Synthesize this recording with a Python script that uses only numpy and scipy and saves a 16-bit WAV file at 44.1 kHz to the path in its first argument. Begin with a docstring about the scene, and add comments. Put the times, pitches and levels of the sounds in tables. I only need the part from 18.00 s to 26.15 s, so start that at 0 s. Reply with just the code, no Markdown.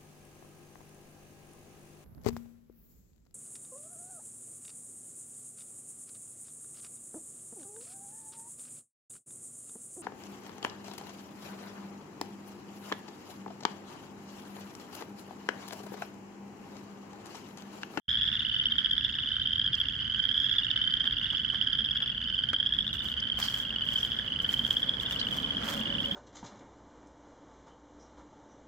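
"""Small frogs trill, close and far, at a reedy roadside pond in spring, as a stereo microphone is walked
down to the edge. Each call is a run of clicks, short rings of the vocal sac, that climbs in pitch; the
near frogs take turns over a bed of distant ones. Below the microphone, steps thud on the lawn, then
crunch in dry leaves and reed stalks. Beyond the water, traffic rumbles and a vehicle draws nearer."""
import sys
import numpy as np
from scipy import signal
from scipy.fft import rfft, irfft, next_fast_len
from scipy.io import wavfile
from scipy.ndimage import uniform_filter1d, map_coordinates

SR = 44100
rng = np.random.default_rng(int(sys.argv[2]) if len(sys.argv) > 2 else 0)


def generate_wav(signal):
    """Clip the signal to [-1, 1] and save it as 16-bit WAV at the path in sys.argv[1]."""
    frames = np.transpose(np.atleast_2d(signal))
    scaled = np.clip(frames, -1, 1) * 32767
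    pcm = np.round(scaled).astype(np.int16)
    wavfile.write(sys.argv[1], SR, pcm)


N = 359415
TIME = np.arange(N) / SR

# Diffuse sound at the microphone. Each row: frequency in Hz, left-right correlation.
STEREO_LIKENESS = [(130, 1), (300, 0.9), (640, 0.43), (1400, 0.47), (6000, 0.086)]
# The road beyond the pond. Each row: time in seconds, tyre level in dB, engine level in dB,
# tilt of the engine notes in dB per octave.
ROAD_LEVELS = [(0, -62, -53.5, -5), (4.3, -59, -53, -4), (5.6, -52.5, -51, 3), (6.8, -49.5, -48, -0.5),
               (7.4, -44.5, -44, -5), (7.8, -44.5, -43, 10.5), (8.15, -47, -41.5, 6)]
# One engine's hum. Each row: pitch in Hz, level against the engine in dB before the tilt.
ENGINE_HUM = [(122, -11), (220, -6.5), (560, -21.5)]
# Noise colours, from the road to the ground underfoot. Each row: frequency in Hz, relative density in dB.
RUMBLE_SPECTRUM = [(20, -25), (40, -5.5), (56, -0.5), (80, -4), (125, -3), (200, -15.5), (400, -33.5)]
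ENGINE_SPECTRUM = [(100, -8), (200, 0.5), (280, -2.5), (370, -15), (600, -26), (1000, -34)]
TYRE_SPECTRUM = [(250, -6.5), (480, 5.5), (750, -1.5), (1200, 2), (2200, -4.5), (4000, -10), (8000, -25),
                 (16000, -36.5)]
FROG_RASP_SPECTRUM = [(1200, -6), (1400, 2), (1750, 0.5), (2100, -3), (2450, -14.5), (4000, -15),
                      (4800, -18), (6000, -27.5), (11000, -57)]
TURF_SPECTRUM = [(200, -2), (500, -4.5), (900, -5), (1400, 2), (2200, -8.5), (5000, -17), (12000, -38)]
LEAF_SPECTRUM = [(300, -6), (700, 6), (1400, 13.5), (2600, 8), (5000, 7.5), (7500, 4), (10000, -4),
                 (14000, 3), (16000, -4.5)]
# The distant frogs together. Each row: time in seconds, relative level in dB, middle pitch in Hz.
FAR_CHORUS = [(0.35, -33.5, 3294), (0.54, -35, 3015), (1.02, -35, 3334), (1.43, -36.5, 3140),
              (1.92, -36.5, 3160), (2.4, -33.5, 3215), (2.55, -33.5, 3280), (3.52, -35.5, 3133),
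              (3.85, -36, 3244), (4.36, -37, 2994), (4.67, -41, 3300), (4.95, -37, 3230),
              (5.01, -36.5, 3123), (8.1, -38, 3207)]
# Heels on soft turf. Each row: time of the peak in seconds, level in dB, twice the rise in seconds.
HEEL_STRIKES = [(3.052, -44.5, 0.034), (3.332, -47.5, 0.019), (3.538, -49.5, 0.036), (4.022, -50.5, .04),
                (4.533, -33, 0.0057), (5.037, -50, 0.035), (5.397, -41.5, 0.032), (7.657, -41.5, 0.14)]
# Feet and legs pressing dry leaves. Each row: time of the peak in seconds, level in dB, rise in seconds.
LEAF_CRUNCHES = [(.81, -65, .043), (1.78, -58, 0.028), (4.943, -49, 0.016), (5.059, -49, .04),
                 (5.41, -39, 0.042), (5.47, -42.5, 0.062), (5.575, -45.5, 0.053), (5.96, -49, 0.14),
                 (6.426, -48.5, 0.012), (6.53, -46.5, 0.076), (6.72, -47.5, 0.087), (7.015, -51, .028),
                 (7.115, -46, .038), (7.32, -51, 0.089), (7.688, -41, 0.072), (8.05, -58, 0.12)]
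# Faint rustle between steps, on the lawn and then in the reeds. Each row: time in seconds, level in dB.
LEAF_STIR = [(4.3, -80.5), (6.5, -69)]
# Dry stalks that snap or scrape. Each row: time of the peak in seconds, level in dB, ring in Hz,
# twice the rise in seconds.
STALK_SNAPS = [(1.752, -36.5, 4670, 0.0018), (5.203, -38, 4770, 0.0021), (5.429, -38.5, 4600, 0.032),
               (5.585, -49, 7100, 0.002), (5.988, -49.5, 5400, .02), (7.197, -33, 4170, 0.0087)]
# A click's partials. Each row: multiple of the sac pitch, relative dB in a near frog, the same in a far one.
CLICK_PARTIALS = [(0.498, -20.5, -11.5), (1, -1.5, 3.5), (1.514, -29.5, -22), (2.021, -45, -34),
                  (2.518, -57, -48.5), (3, -65, -65)]
# Where the near frogs sit. Each row: time in seconds, lag of the right channel in microseconds.
NEAR_BEARING = [(.2, 21), (.6, -100), (1.6, -30), (3.8, -25.5), (4.6, 2.5), (5.3, 79.5), (6.7, 4),
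                (7.2, 101)]
# Calls close to the microphone. Each row: first and last click in seconds, number of clicks, last gap over
# first gap, first and last pitch in Hz, relative level at the crest in dB, left over right in dB.
NEAR_TRILLS = [(-.302, .233, 11, 1.24, 3100, 3370, -16, 1), (-.29, 0.28, 11, 1.45, 3000, 3230, -19, -15),
               (-.237, 0.355, 11, 1.32, 3280, 3310, -17.5, -1), (-.182, .395, 11, 1.33, 3160, 3460, -20, 3),
               (0.406, .933, 10, 1.61, 2914, 3175, -14, -2), (0.468, 1.049, 11, 1.42, 3040, 3484, -14, -4),
               (0.621, 1.198, 11, 1.42, 3280, 3600, -28, 1),
               (1.010, 1.645, 13, 1.45, 2830, 3310, -18.5, -2),
               (1.192, 1.803, 12, 1.68, 2985, 3320, -15, -3),
               (1.413, 1.886, 9, 1.52, 3070, 3327, -15.5, -6.5),
               (1.773, 2.35, 12, 1.56, 2760, 3170, -24.5, -9),
               (2.008, 2.585, 11, 1.55, 2970, 3446, -14, -7.5),
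               (2.106, 2.594, 10, 1.48, 3170, 3360, -16, -7.5),
               (2.199, 2.705, 9, 1.22, 3250, 3550, -20, -1), (2.449, 2.899, 10, 1.2, 2790, 3100, -24.5, -8),
               (2.623, 3.076, 9, 1.52, 2950, 3240, -13, -7.5),
               (2.801, 3.372, 12, 1.57, 3050, 3450, -18.5, -1.5),
               (3.171, 3.792, 13, 1.37, 2890, 3194, -15, -6.5),
               (3.441, 3.973, 11, 1.42, 3130, 3430, -17.5, -4),
               (3.593, 4.078, 10, 1.01, 3170, 3394, -18, -2), (3.619, 4.101, 8, 1.07, 3110, 3300, -18, -4),
               (4.179, 4.629, 9, 1.34, 3020, 3270, -18, -6),
               (4.259, 4.789, 11, 1.47, 2973, 3276, -13.5, -4.5),
               (4.342, 4.879, 10, 1.45, 3075, 3470, -18, -1),
               (4.44, 4.993, 11, 1.3, 3220, 3560, -21.5, 2.5), (4.910, 5.365, 9, 1.3, 2840, 3270, -24, -3),
               (5.061, 5.602, 12, 1.48, 2990, 3240, -18, -2),
               (5.652, 6.032, 7, 1.34, 2860, 3260, -15.5, -2), (5.81, 6.19, 7, 1.26, 2970, 3300, -17.5, -1),
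               (6.283, 6.894, 13, 1.59, 2970, 3340, -13, -2), (6.57, 7.127, 11, 1.33, 3120, 3560, -21, 3),
               (7.011, 7.570, 11, 1.24, 2930, 3200, -17.5, 1), (7.77, 8.113, 8, 1.26, 2860, 3220, -18.5, 0),
               (7.821, 8.044, 5, 1.17, 2910, 2950, -20.5, -6)]


def from_db(db):
    return 10 ** (np.asarray(db) / 20)


def unit_rms(x):
    return x / np.sqrt(np.mean(x ** 2) + 1e-20)


def curve(rows, t=TIME):
    """The columns of a table, read at times t."""
    times, *columns = np.transpose(rows)
    return [np.interp(t, times, column) for column in columns]


def at_hz(rows, hz):
    points_hz, values = np.transpose(rows)
    return np.interp(np.log(hz), np.log(points_hz), values)


def panned(left_db):
    return from_db(np.array([[left_db], [-left_db]]) / 2)


def drift(turns_per_s):
    """A random wander of rms 1."""
    knots = rng.standard_normal(2000)
    return unit_rms(map_coordinates(knots, [TIME * turns_per_s], order=1, mode="wrap"))


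def coloured(white, spectrum):
    """Two unrelated signals become a stereo pair with this spectrum, alike in the bass; rms 1."""
    size = next_fast_len(N)
    hz = np.maximum(np.arange(size // 2 + 1) * SR / size, 1)
    skirts = 1 / (1 + (spectrum[0][0] / hz) ** 4) / (1 + (hz / spectrum[-1][0] / 2) ** 4)
    mid, side = rfft(white, size) * from_db(at_hz(spectrum, hz)) * skirts
    alike = at_hz(STEREO_LIKENESS, hz)
    pair = np.sqrt(1 + alike) * mid + np.sqrt(1 - alike) * side * [[1], [-1]]
    return unit_rms(irfft(pair, size)[:, :N])


def noise(spectrum):
    return coloured(rng.standard_normal((2, N)), spectrum)


def resonance(x, hz, width_hz):
    radius = np.exp(-np.pi * width_hz / SR)
    return signal.lfilter([1, 0, -1], [1, -2 * radius * np.cos(2 * np.pi * hz / SR), radius ** 2], x)


def swell(t, rise_s, steepness):
    """Grows from nothing over rise_s, reaches 1 at t = 0 and dies away more slowly."""
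    age = np.clip(1 + t / rise_s, 1e-9, 40)
    return np.exp(steepness * (np.log(age) + 1 - age))


def add(out, sound, start_s):
    at = int(round(start_s * SR))
    low, high = max(at, 0), min(at + sound.shape[1], N)
    if high > low:
        out[:, low:high] += sound[:, low - at:high - at]


def road(right_lag_s=0.00029):
    """Rumble and tyre hiss from beyond the pond, a little louder on the right, with the wavering notes of one
    engine."""
    tyre_db, engine_db, tilt = curve(ROAD_LEVELS)
    notes = np.zeros(N)
    for hz, db in ENGINE_HUM:
        gain = from_db(db + tilt * np.log2(hz / 220) + 5.2 * drift(22))
        wavering_hz = hz * (1 + 0.02487 * drift(14))
        notes += gain * np.sin(2 * np.pi * np.cumsum(wavering_hz) / SR)
    engine = from_db(engine_db) * (from_db(0.5) * noise(ENGINE_SPECTRUM) + notes)
    rumble = from_db(-48 + drift(5.7)) * noise(RUMBLE_SPECTRUM)
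    tyres = from_db(tyre_db) * noise(TYRE_SPECTRUM) * panned(left_db=-3.5)
    left, right = rumble + engine + tyres
    return np.array([left, np.interp(TIME - right_lag_s, TIME, right)]) * panned(left_db=-0.9)


def reed_echoes(x, t60_s, echoes_per_s):
    """Stalks and banks scatter a short trail of echoes, whose paths change as the microphone moves."""
    out, t = np.zeros((2, N)), TIME[:SR // 5]
    decay = from_db(-60 * t / t60_s) * (t > .003)
    for start_s in np.arange(0, TIME[-len(t) // 2], t[-1] / 2):
        piece = x[:, int(start_s * SR):][:, :len(t)]
        fade = np.sin(np.pi * t / t[-1])[:piece.shape[1]]
        trail = decay * rng.standard_normal((2, len(t))) * (rng.random((2, len(t))) < echoes_per_s / SR)
        trail /= np.linalg.norm(trail, axis=1, keepdims=True)
        add(out, signal.fftconvolve(piece * fade, trail, axes=1), start_s)
    return out


def trill(first_s, last_s, count, slowing, first_hz, last_hz, level_db, left_db, swell_db=9, crest=.85):
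    """One call slows, swells and climbs. Each row is a click: seconds, dB, Hz, left over right in dB."""
    along = np.linspace(0, 1, count)
    uneven_db, uneven_hz, uneven_pan = rng.standard_normal((3, count)) * [[1], [20], [2.5]]
    gaps = 1 + (slowing - 1) * np.sin(np.linspace(0, np.pi / 2, count - 1)) ** 2
    times = first_s + (last_s - first_s) * np.append(0, np.cumsum(gaps)) / gaps.sum()
    db = level_db - swell_db * (1 - along / crest) ** 2 + uneven_db
    hz = first_hz + (last_hz - first_hz) * along + uneven_hz
    clicks = np.transpose([times, db, hz, left_db + uneven_pan])
    return clicks[(times > 0) & (times < N / SR)]


def frog_clicks(clicks, lags_s, partial_db, sac_rise_s, length_spread_db, colour_spread_db):
    """The larynx gives a brief stack of partials; the sac, tuned to the second, rings on longer."""
    out, t = np.zeros((2, N)), np.arange(-220, 540) / SR
    taper = np.cos(np.pi / 2 * np.maximum(t / t[-1], 0) ** 4) ** 2
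    multiple = np.array(CLICK_PARTIALS)[:, :1]
    is_sac = multiple == 1
    length_share = np.where(is_sac, 1, .72)
    for (time_s, level_db, hz, left_db), lag_s in zip(clicks, lags_s):
        stretch, slip = rng.standard_normal(2)
        colour, phase = rng.standard_normal((2, len(multiple), 1))
        rise_s = sac_rise_s * from_db(length_spread_db * np.clip(stretch, -2, 2))
        envelope = taper * swell(t + rise_s * (1 - length_share), rise_s * length_share, steepness=2.8)
        slide_per_s = 2.2 * slip - 0.8   # the pitch slides a little as the sac relaxes
        cycles = hz * (t + slide_per_s * t * t / 2)
        gain = from_db(level_db + partial_db[:, None] + colour_spread_db * colour * ~is_sac)
        ring = np.sum(gain * envelope * np.exp(2j * np.pi * (multiple * cycles + phase)), axis=0)
        stereo_phase = np.exp(1j * np.pi * hz * lag_s * np.array([[1], [-1]]))
        pan = panned(left_db)
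        energy = np.mean(pan ** 2) * rise_s / sac_rise_s
        add(out, (ring * stereo_phase).real * pan / np.sqrt(energy), time_s + t[0])
    low_cut = signal.butter(4, 1380, "high", fs=SR, output="sos")   # so small a body radiates no bass
    return signal.sosfilt(low_cut, out + 1e-18)


def far_trills(frogs, length_s=.85, rest_s=.36, climb_hz=350, pitch_spread_hz=135):
    """Each far frog trills, rests and trills again from its own place; gives clicks and stereo lags."""
    clicks, lags_s = [], []
    for turn in np.arange(frogs) / frogs:   # neighbours take turns
        voice, side, bearing = rng.standard_normal(3)
        start = -(length_s + rest_s) * turn
        for stretch, pause in rng.standard_normal((9, 2)):
            end = start + length_s * (1 + .06 * stretch)
            hz = curve(FAR_CHORUS, (start + end) / 2)[1] + pitch_spread_hz * np.tanh(voice)
            call = trill(start, end, count=17, slowing=1.5, first_hz=hz - climb_hz / 2,
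                         last_hz=hz + climb_hz / 2, level_db=0, left_db=3 * side - 4.5)
            clicks.extend(call)
            lags_s += [90e-6 * bearing] * len(call)
            start = end + rest_s + .1 * pause
    return clicks, lags_s


def far_frogs():
    """Distant trills to the right, blurred by the reeds; the farthest frogs merge into one rasp."""
    clicks, lags_s = far_trills(frogs=14)
    direct = frog_clicks(clicks, lags_s, np.array(CLICK_PARTIALS)[:, 2],
                         sac_rise_s=0.0024, length_spread_db=2, colour_spread_db=4.5)
    bed = direct + from_db(-7.5) * reed_echoes(direct, t60_s=.26, echoes_per_s=2500)
    running_rms = np.sqrt(uniform_filter1d(np.mean(bed ** 2, axis=0), size=SR // 6) + 1e-12)
    rasp = from_db(-17.5 + 2.47 * drift(90)) * noise(FROG_RASP_SPECTRUM) * panned(left_db=-5)
    return from_db(curve(FAR_CHORUS)[0] + 1) * (bed / running_rms + rasp)


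def heels(flutter_db=3.5):
    """Below the microphone, a heel presses the turf with a short dull scuff."""
    weight = sum(from_db(db) * swell(TIME - peak_s, length_s / 2, steepness=1.2)
                 for peak_s, db, length_s in HEEL_STRIKES)
    return weight * from_db(flutter_db * np.tanh(drift(150))) * noise(TURF_SPECTRUM)


def cracks(per_s):
    """Random clicks of very unequal size, different in each channel; rms 1."""
    sizes = from_db(4.5 * np.minimum(rng.exponential(1, N), 3))
    return unit_rms(sizes * (rng.random(N) < per_s / SR) * np.tanh(rng.standard_normal((2, N))))


def leaves():
    """Dry leaves break underfoot in clumps of tiny cracks and a few sharper snaps, over a soft hiss."""
    crunch_power = sum((from_db(db) * swell(TIME - peak_s, rise_s, steepness=2.23)) ** 2
                       for peak_s, db, rise_s in LEAF_CRUNCHES)
    weight = np.sqrt(crunch_power + from_db(curve(LEAF_STIR)[0]) ** 2)
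    grains = cracks(per_s=1500) + cracks(per_s=160) + from_db(-4) * rng.standard_normal((2, N))
    clumps = from_db(2.3 * drift(70))
    return weight * clumps * coloured(grains, LEAF_SPECTRUM) * panned(left_db=-1)


def stalks():
    """Close by, a hollow reed splinters and rings broadly."""
    out, t = np.zeros((2, N)), TIME[:SR // 5]
    for peak_s, db, hz, length_s in STALK_SNAPS:
        rise_s, width_hz = length_s / 2, 0.29 * hz
        splinters = rng.standard_normal((2, len(t)))
        ring = unit_rms(resonance(resonance(splinters, hz, width_hz), hz, width_hz))
        add(out, from_db(db) * ring * swell(t - rise_s, rise_s, steepness=0.43), peak_s - rise_s)
    return out


def near_frogs():
    """The callers closest to the microphone, clear and nearly free of echo."""
    clicks = np.vstack([trill(*call) for call in NEAR_TRILLS])
    lags_s = (curve(NEAR_BEARING, clicks[:, 0])[0] + rng.normal(0, 33, len(clicks))) / 1e6
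    direct = frog_clicks(clicks, lags_s, np.array(CLICK_PARTIALS)[:, 1],
                         sac_rise_s=0.0029, length_spread_db=2.24, colour_spread_db=3)
    return from_db(-0.37) * direct + from_db(-12) * reed_echoes(direct, t60_s=0.09, echoes_per_s=700)


def scene():
    """Frogs, footsteps and road as they meet at the microphone."""
    return near_frogs() + far_frogs() + leaves() + heels() + stalks() + road()


def record(dry, start_s=.081, cutoff_hz=15900):
    """The sound opens after a moment of near silence; the highest treble is cut."""
    fade_in = np.clip((TIME - start_s) / .002, from_db(-60), 1)
    return signal.sosfilt(signal.ellip(12, .1, 90, cutoff_hz, fs=SR, output="sos"), dry * fade_in)


dry = scene()
out = record(dry)
generate_wav(out)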